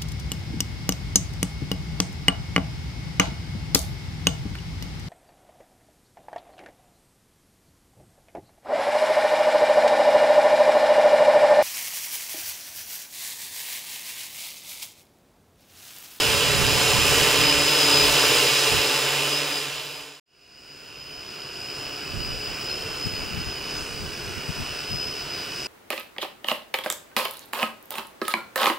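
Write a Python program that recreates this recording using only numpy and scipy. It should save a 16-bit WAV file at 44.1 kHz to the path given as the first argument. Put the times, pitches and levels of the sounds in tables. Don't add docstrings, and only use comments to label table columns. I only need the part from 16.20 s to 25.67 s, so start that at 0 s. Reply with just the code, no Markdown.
import sys
import numpy as np
from scipy import signal
from scipy.fft import rfft, irfft, next_fast_len
from scipy.io import wavfile
from scipy.ndimage import uniform_filter1d, map_coordinates

SR = 44100
rng = np.random.default_rng(int(sys.argv[2]) if len(sys.argv) > 2 else 0)


def makeup_ratio(level_db):
    decades = np.asarray(level_db, float) / 20
    return 10 ** decades


def wav_out(sig):
    wavfile.write(sys.argv[1], SR, np.round(np.clip(np.atleast_2d(sig).T, -1, 1) * 32767).astype(np.int16))


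N = 417627
T = np.arange(N) / SR
FAR = T > 4.02
SIZE = next_fast_len(N)
HZ = np.arange(SIZE // 2 + 1) * SR / SIZE
POLES = 14


def level(x):
    return x / np.sqrt(np.mean(x ** 2))


def curves(table):
    s, *columns = np.transpose(table)
    return [np.interp(T, s, c) for c in columns]


def shot(near, far):
    return np.where(FAR, far, near)


def on_hz(table):
    hz, value = np.transpose(table)
    return np.interp(np.log(HZ + 1), np.log(hz + 1), value)


def shape(x, gain):
    return irfft(rfft(x, SIZE) * gain, SIZE)[:N]


def band(x, lo_hz, hi_hz):
    return signal.sosfilt(signal.butter(2, [lo_hz, hi_hz], "band", fs=SR, output="sos"), x)


def walk(rate_hz):
    coarse = np.arange(N // 32 + 1) * 32 / SR * rate_hz
    knots = rng.standard_normal(int(coarse[-1]) + 2)
    drift = np.interp(coarse, np.arange(len(knots)), knots)
    soft = uniform_filter1d(drift, int(SR / 32 / rate_hz) + 1)
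    return np.repeat(soft / soft.std(), 32)[:N].astype(np.float32)


def swells(table, calm_db):
    coarse = T[::32]
    power = sum(makeup_ratio(db) ** 2 * np.exp(-((coarse - s) / half) ** 2) for s, half, db in table)
    return 10 * np.log10(makeup_ratio(calm_db) ** 2 + np.interp(T, coarse, power))


# time_s, pole_rate_hz
LEAD_SPEED = [(0, 963), (.3, 977), (.65, 935), (1.08, 968), (1.19, 998), (1.78, 1010), (2.3, 932),
              (2.85, 965), (3.08, 992), (4.0, 1003), (4.05, 965), (4.8, 1012), (5.2, 989), (7.3, 991),
              (8.1, 972), (8.88, 1014), (9.03, 996), (9.47, 988)]
# start_s, rise_s, pole_rate_change_hz
SPEED_KICKS = [(1.3, .1, 12), (1.58, .06, -14), (3.12, .09, 22), (3.3, .16, -17), (5.39, .07, 24),
               (5.58, .04, 14), (6.48, .15, 46), (7.17, .09, 18), (7.33, .06, -12), (7.5, .08, 16)]


def lead_speed():
    (hz,) = curves(LEAD_SPEED)
    for s, rise, change_hz in SPEED_KICKS:
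        u = np.clip((T - s) / rise, 0, None)
        hz = hz + change_hz * u * np.exp(1 - u)
    return hz


# centre_s, half_length_s, level_db
BELL_SINGS = [(1.32, 0.11, -24.5), (1.52, .1, -29.5), (1.74, 0.11, -24.5), (3.14, 0.065, -25),
              (3.36, 0.072, -23), (3.8, 0.16, -29), (4.55, .08, -45), (4.78, .08, -48), (5.45, .05, -41),
              (5.62, 0.055, -44), (6.15, 0.17, -44), (6.51, 0.046, -39), (6.87, 0.062, -40.5),
              (7.25, 0.056, -44), (7.57, 0.036, -43), (8.25, .06, -45), (8.8, 0.15, -40), (9.2, 0.21, -44)]


def lead_whistle():
    return swells(BELL_SINGS, shot(-43, -49))


# near_speed_ratio, far_speed_ratio (to the lead), near_level_db, far_level_db
SIX_ROTORS = [
    (1.0, 1.0, -3.5, 1.5),
    (.93, .905, -5, -2.5),
    (1.07, .855, -9.5, -3.5),
    (1.12, .87, -7.5, -4.5),
    (.89, 0.98, -5, -4.5),
    (1.03, .83, -7.5, -5.5),
]
TONE_ORDERS = [2, 4, 6, 8, 10, 14, 16, 28, 42]
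# near_level_db, far_level_db (over the low rush or winding level)
TONE_LEVELS = [(-10, -12), (-12, -12.5), (-13, -10), (-10.5, -18), (-22, -15.5), (-19.5, -24), (-23.5, -37),
               (-25.5, -20.5), (-10, -8)]
WHISTLE_HZ, WHISTLE_WIDTH_HZ, LEAD_WIDTH_HZ = 5030, 110, 150
OTHERS_LOW_DB = -10.5
FACING, FACING_DB = 0.54, -36


def rotors(pole_hz, whistle_db, low_db, winding_db):
    hum, knocks, chop = 0, 0, 0
    low, winding = makeup_ratio(low_db), makeup_ratio(winding_db)
    slow_whistle_db = uniform_filter1d(whistle_db, SR // 5)
    facing = makeup_ratio(shot(FACING, 0) * (slow_whistle_db - FACING_DB))
    sizes = [np.float32(shot(*makeup_ratio(db)) * (winding if order > 2 * POLES else low))
             for order, db in zip(TONE_ORDERS, TONE_LEVELS)]
    for k, (near, far, near_db, far_db) in enumerate(SIX_ROTORS):
        lead = k == 0
        trim = 1 + .003 * walk(18) + .002 * walk(45)
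        if not lead:
            trim = trim + .012 * walk(3) + .006 * walk(9)
        motor_hz = pole_hz * shot(near, far) * trim
        turns = np.cumsum(motor_hz / POLES / SR) + rng.random()
        angle = np.float32(2 * np.pi * (turns % 1))
        gain = shot(makeup_ratio(near_db), makeup_ratio(far_db))
        tones = 0
        for order, size in zip(TONE_ORDERS, sizes):
            depth = .45 if not lead or 2 < order < 42 else .22
            tone = size * (1 + depth * walk(6)) * np.sin(order * angle)
            if not lead and order <= 4:
                tone = tone * makeup_ratio(OTHERS_LOW_DB)
            if lead and order == 4:
                tone = tone * facing
            tones = tones + tone
        for pole in (5, 6):
            off_hz = pole * motor_hz - WHISTLE_HZ
            if lead:
                answer = makeup_ratio(whistle_db + 7.5) * (pole == 5) / (1 + (off_hz / LEAD_WIDTH_HZ) ** 2)
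            else:
                answer = winding * shot(*makeup_ratio((-13, -7))) / (1 + (off_hz / WHISTLE_WIDTH_HZ) ** 2)
            waver = 1 + (.28 if lead else .4) * walk(25)
            imbalance = 1 + 0.4 * np.cos(angle)
            tones = tones + answer * waver * imbalance * np.sin(pole * POLES * angle)
        if lead:
            tones = tones + winding * shot(*makeup_ratio((-7, -9))) * walk(160) * np.sin(3 * POLES * angle)
        hum = hum + gain * tones
        each_turn = np.diff(np.floor(turns), prepend=0)
        knocks = knocks + gain * each_turn * (1 + 0.11 * rng.standard_normal(N))
        blade_pass = 1 + .3 * np.cos(2 * angle) + .2 * np.cos(angle)
        chop = chop + gain * blade_pass * rng.standard_normal(N)
    return hum, level(knocks), level(chop)


# centre_hz, width_hz, near_level_db, far_level_db
BELL_MODES = [
    (5066, 444, -5, -0.5),
    (2740, 610, -3.5, -5),
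    (7180, 590, -11.5, -28.5),
]


def bells(knocks, winding_db):
    drive = knocks + 1.67 * rng.standard_normal(N)
    out = 0
    for hz, width, near_db, far_db in BELL_MODES:
        ring = level(band(drive, hz - width / 2, hz + width / 2))
        out = out + makeup_ratio(winding_db + shot(near_db, far_db) + 1.02 * walk(8)) * ring
    return out


# frequency_hz, density_db_per_hz
RUSH_COLOURS = [
    [(88, -31), (150, -12.5), (213, -20), (269, -10), (422, 3), (661, -6.5), (886, -3), (2050, -4),
     (2910, -2.5), (4000, -1.5), (4600, -7), (5800, -7.5), (8000, -9.5), (15900, -19.5)],
    [(88, -0.5), (150, 3), (217, -1.5), (430, 3), (577, -4), (1400, -3), (1930, -6.5), (2910, -1.5),
     (3270, -6.5), (4300, -8.5), (5880, -10.5), (9000, -16.5), (15900, -27.5)],
]


def rush(chop, low_db, tip_db):
    flow = shot(*[shape(chop, makeup_ratio(on_hz(colour))) for colour in RUSH_COLOURS])

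    def band_db(lo_hz, hi_hz):
        part = band(flow, lo_hz, hi_hz)
        return 20 * np.log10(shot(np.std(part[~FAR]), np.std(part[FAR])))

    low_gain_db = low_db - band_db(500, 2200)
    tip_gain_db = tip_db - band_db(5600, 15000)
    swell_db, out = .7 * walk(6), 0
    octave = np.log2(HZ / 125 + 1e-9)
    for k in range(8):
        part = shape(flow, np.cos(np.pi / 2 * np.clip(octave - k, -1, 1)) ** 2)
        high = np.clip((k - 3) / 3, 0, 1)
        gain_db = low_gain_db * (1 - high) + tip_gain_db * high
        out = out + part * makeup_ratio(gain_db + swell_db + 0.75 * walk(10))
    return out


# time_s, tip_rush_db
CRAFT_LOUDNESS = [(0, -28.5), (.35, -29), (.95, -27), (1.45, -28), (1.9, -27), (2.4, -26.5), (3.0, -25.5),
                  (3.3, -28), (4.0, -30), (4.04, -46.5), (5.2, -46.5), (5.6, -45), (5.95, -46.5),
                  (6.6, -45.5), (7.4, -47), (8.05, -46), (8.8, -46), (9.47, -45.5)]


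def drone():
    (tip_db,) = curves(CRAFT_LOUDNESS)
    low_db = tip_db + shot(2, 4.5)
    winding_db = tip_db + shot(3.5, 6.5)
    hum, knocks, chop = rotors(lead_speed(), lead_whistle(), low_db, winding_db)
    return hum + bells(knocks, winding_db) + makeup_ratio(-0.75) * rush(chop, low_db, tip_db)


# time_s, delay_ms
GROUND_DELAY = [(0, 6.9), (1.0, 6.8), (1.4, 6.6), (2.1, 6.8), (3.99, 6.7), (4.0, .44), (5, .43), (6.2, .39),
                (7.2, .44), (8, .5), (9.47, .5)]


def ground(x):
    (delay_ms,) = curves(GROUND_DELAY)

    def grass(db, lo_hz, hi_hz):
        low_edge = (1 + (lo_hz / (HZ + 1)) ** 4) ** -.5
        high_edge = (1 + (HZ / hi_hz) ** 4) ** -.5
        return makeup_ratio(db) * shape(x, low_edge * high_edge)

    echo = shot(grass(-6.5, 60, 1900), grass(-9, 8200, 11500))
    when = np.arange(N) - delay_ms * SR / 1000
    return x + map_coordinates(echo, [when], order=3, mode="nearest")


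# frequency_hz, left_minus_right_db
PORT_BALANCES = [
    [(300, -1.5), (1290, 1), (2380, -6), (3300, -5), (4400, 3.5), (8120, -2.5), (15000, 1)],
    [(300, -0.5), (700, -0.5), (1290, -3), (2380, -3.5), (4400, -0.3), (8120, -1), (15000, -2.5)],
]
# frequency_hz, left_lead_radians
PORT_PHASES = [
    [(0, 0), (1290, 0.074), (1980, -0.5), (3100, 0.61), (3880, 0.83), (5340, -0.2), (7060, 0.1),
     (7580, 0.0), (9910, -0.24), (11900, 0.1), (13100, 0.5), (14000, 0.0), (15900, 0.1)],
    [(0, 1), (1210, -0.54), (2410, 0.1), (3190, 0.98), (3880, 0.74), (4570, -0.39), (5940, -0.85),
     (6890, -0.71), (8350, 0.067), (9730, -0.2), (11500, -0.6), (14000, -0.2), (14600, -0.3), (15900, -0.1)],
]
# frequency_hz, echo_db
TREE_ECHOES = [
    [(300, -26), (700, -24), (1400, -22.5), (3000, -15), (7000, -8), (15000, -4.5)],
    [(300, -27), (700, -40), (1400, 0), (3000, -14), (7000, -9), (15000, -2.5)],
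]
TREES_T60_S = 0.33


def ports(x):
    tail = np.exp(-np.log(1000) * T[:SR // 2] / TREES_T60_S)
    out = []
    for side in (1, -1):
        smear = level(rng.standard_normal(SR // 2) * tail) / np.sqrt(SR // 2)
        echo = rfft(smear, SIZE)
        shots = []
        for balance, phase, trees in zip(PORT_BALANCES, PORT_PHASES, TREE_ECHOES):
            direct = makeup_ratio(side * on_hz(balance) / 2) * np.exp(.5j * side * on_hz(phase))
            shots.append(shape(x, direct + makeup_ratio(on_hz(trees)) * echo))
        out.append(shot(*shots))
    return np.array(out)


# frequency_hz, density_db_per_hz
GUST_COLOUR = [(20, -10), (45, 0.5), (90, 3.5), (150, -1), (250, -7.5), (450, -24), (800, -41.5)]
# centre_s, half_length_s, level_db
PUFFS_LEFT = [(.15, .1, -49), (.45, 0.14, -41), (.95, .08, -40), (1.3, .2, -50), (1.88, .08, -43),
              (2.57, .06, -48), (4.2, .1, -47.5), (5.0, .1, -51), (5.6, .08, -51), (5.97, .03, -40),
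              (6.1, 0.075, -38), (6.28, 0.023, -42), (6.45, .03, -42), (6.87, .015, -31.5),
              (7.03, 0.11, -37.5), (7.17, 0.049, -35), (7.28, 0.022, -35), (6.68, 0.1, -44),
              (7.55, 0.11, -41.5), (7.83, .03, -37), (8.08, 0.053, -38), (8.3, 0.014, -32),
              (8.4, 0.029, -34), (8.52, .04, -42), (8.73, 0.033, -34.5), (9.36, .05, -50)]
# centre_s, half_length_s, level_db
PUFFS_RIGHT = [(.1, 0.089, -34.5), (.45, .15, -29.5), (.8, 0.099, -29), (1.0, 0.09, -33),
               (1.22, 0.06, -32.5), (1.4, 0.1, -37), (1.82, .1, -35), (2.15, 0.13, -39.5),
               (2.56, 0.038, -30), (3.6, .3, -49), (4.8, .2, -49), (5.97, 0.051, -35), (6.1, .06, -38.5),
               (6.3, .05, -41.5), (6.65, 0.062, -42.5), (6.93, 0.017, -36.5), (7.01, 0.027, -36.5),
               (7.2, .06, -42), (7.73, 0.026, -42), (7.83, 0.076, -39.5), (8.1, .05, -40),
               (8.18, .015, -35), (8.41, 0.012, -35), (8.77, .04, -42), (8.88, .02, -40)]


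def gusts():
    out = []
    for puffs, calm_db in ((PUFFS_LEFT, -50.5), (PUFFS_RIGHT, -51.5)):
        gust_db = swells(puffs, calm_db)
        air = level(shape(rng.standard_normal(N), makeup_ratio(on_hz(GUST_COLOUR))))
        air = air / np.sqrt(uniform_filter1d(air ** 2, SR // 24) + .05)
        deep = signal.lfilter(*signal.butter(2, 110, fs=SR), air)
        strength = np.clip(makeup_ratio(gust_db + 37), 0, 1.2)
        out.append((deep + strength * (air - deep)) * makeup_ratio(gust_db + 4.5 + 2.05 * walk(24)))
    return np.array(out)


# pitch_hz, near_level_db, far_level_db
CAMERA_LINES = [
    (15610, -58, -58.5),
    (14626, -71.5, -66),
    (14870, -71.5, -70),
    (7853, -76.5, -72.5),
]


def camera():
    out = 0
    for hz, near_db, far_db in CAMERA_LINES:
        phase = 2 * np.pi * np.cumsum(hz + 9.0 * np.float64(walk(30))) / SR
        out = out + makeup_ratio(shot(near_db, far_db) + 2.5 * walk(20)) * np.sin(phase)
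    return out


# start_s, length_s, from_hz, to_hz, level_db
BIRD_CHIRPS = [
    (6.485, .045, 4420, 4080, -37),
    (6.56, .09, 4250, 4330, -48),
    (6.71, .09, 4200, 4030, -46),
    (6.808, .07, 4320, 4380, -45),
    (6.933, 0.06, 4400, 4300, -42),
]


def bird():
    out = np.zeros(N)
    for s, length, from_hz, to_hz, db in BIRD_CHIRPS:
        u = np.clip((T - s) / length, 0, 1)
        phase = 2 * np.pi * np.cumsum(from_hz + (to_hz - from_hz) * u) / SR
        out += makeup_ratio(db - 2 + 3 * walk(70)) * np.sin(np.pi * u) * np.sin(phase)
    return out


def scene():
    bird_sides = makeup_ratio(np.array([[3.0], [-3.0]]))
    return ports(ground(drone())) + gusts() + camera() + bird() * bird_sides


# time_s, gain
FADE_GAIN = [
    (0, 1),
    (2, 1),
    (3.997, .045),
    (3.998, 0),
    (4.056, 0),
    (6, 1),
]


def fade(x):
    return x * curves(FADE_GAIN)[0]


def top_cut(x):
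    return signal.sosfilt(signal.butter(12, 16390, fs=SR, output="sos"), x)


def record(dry):
    top_edge = signal.ellip(12, .2, 90, 15720, fs=SR, output="sos")
    mix = fade(signal.sosfilt(top_edge, dry))
    return top_cut(mix)


dry = scene()
out = record(dry)
wav_out(out)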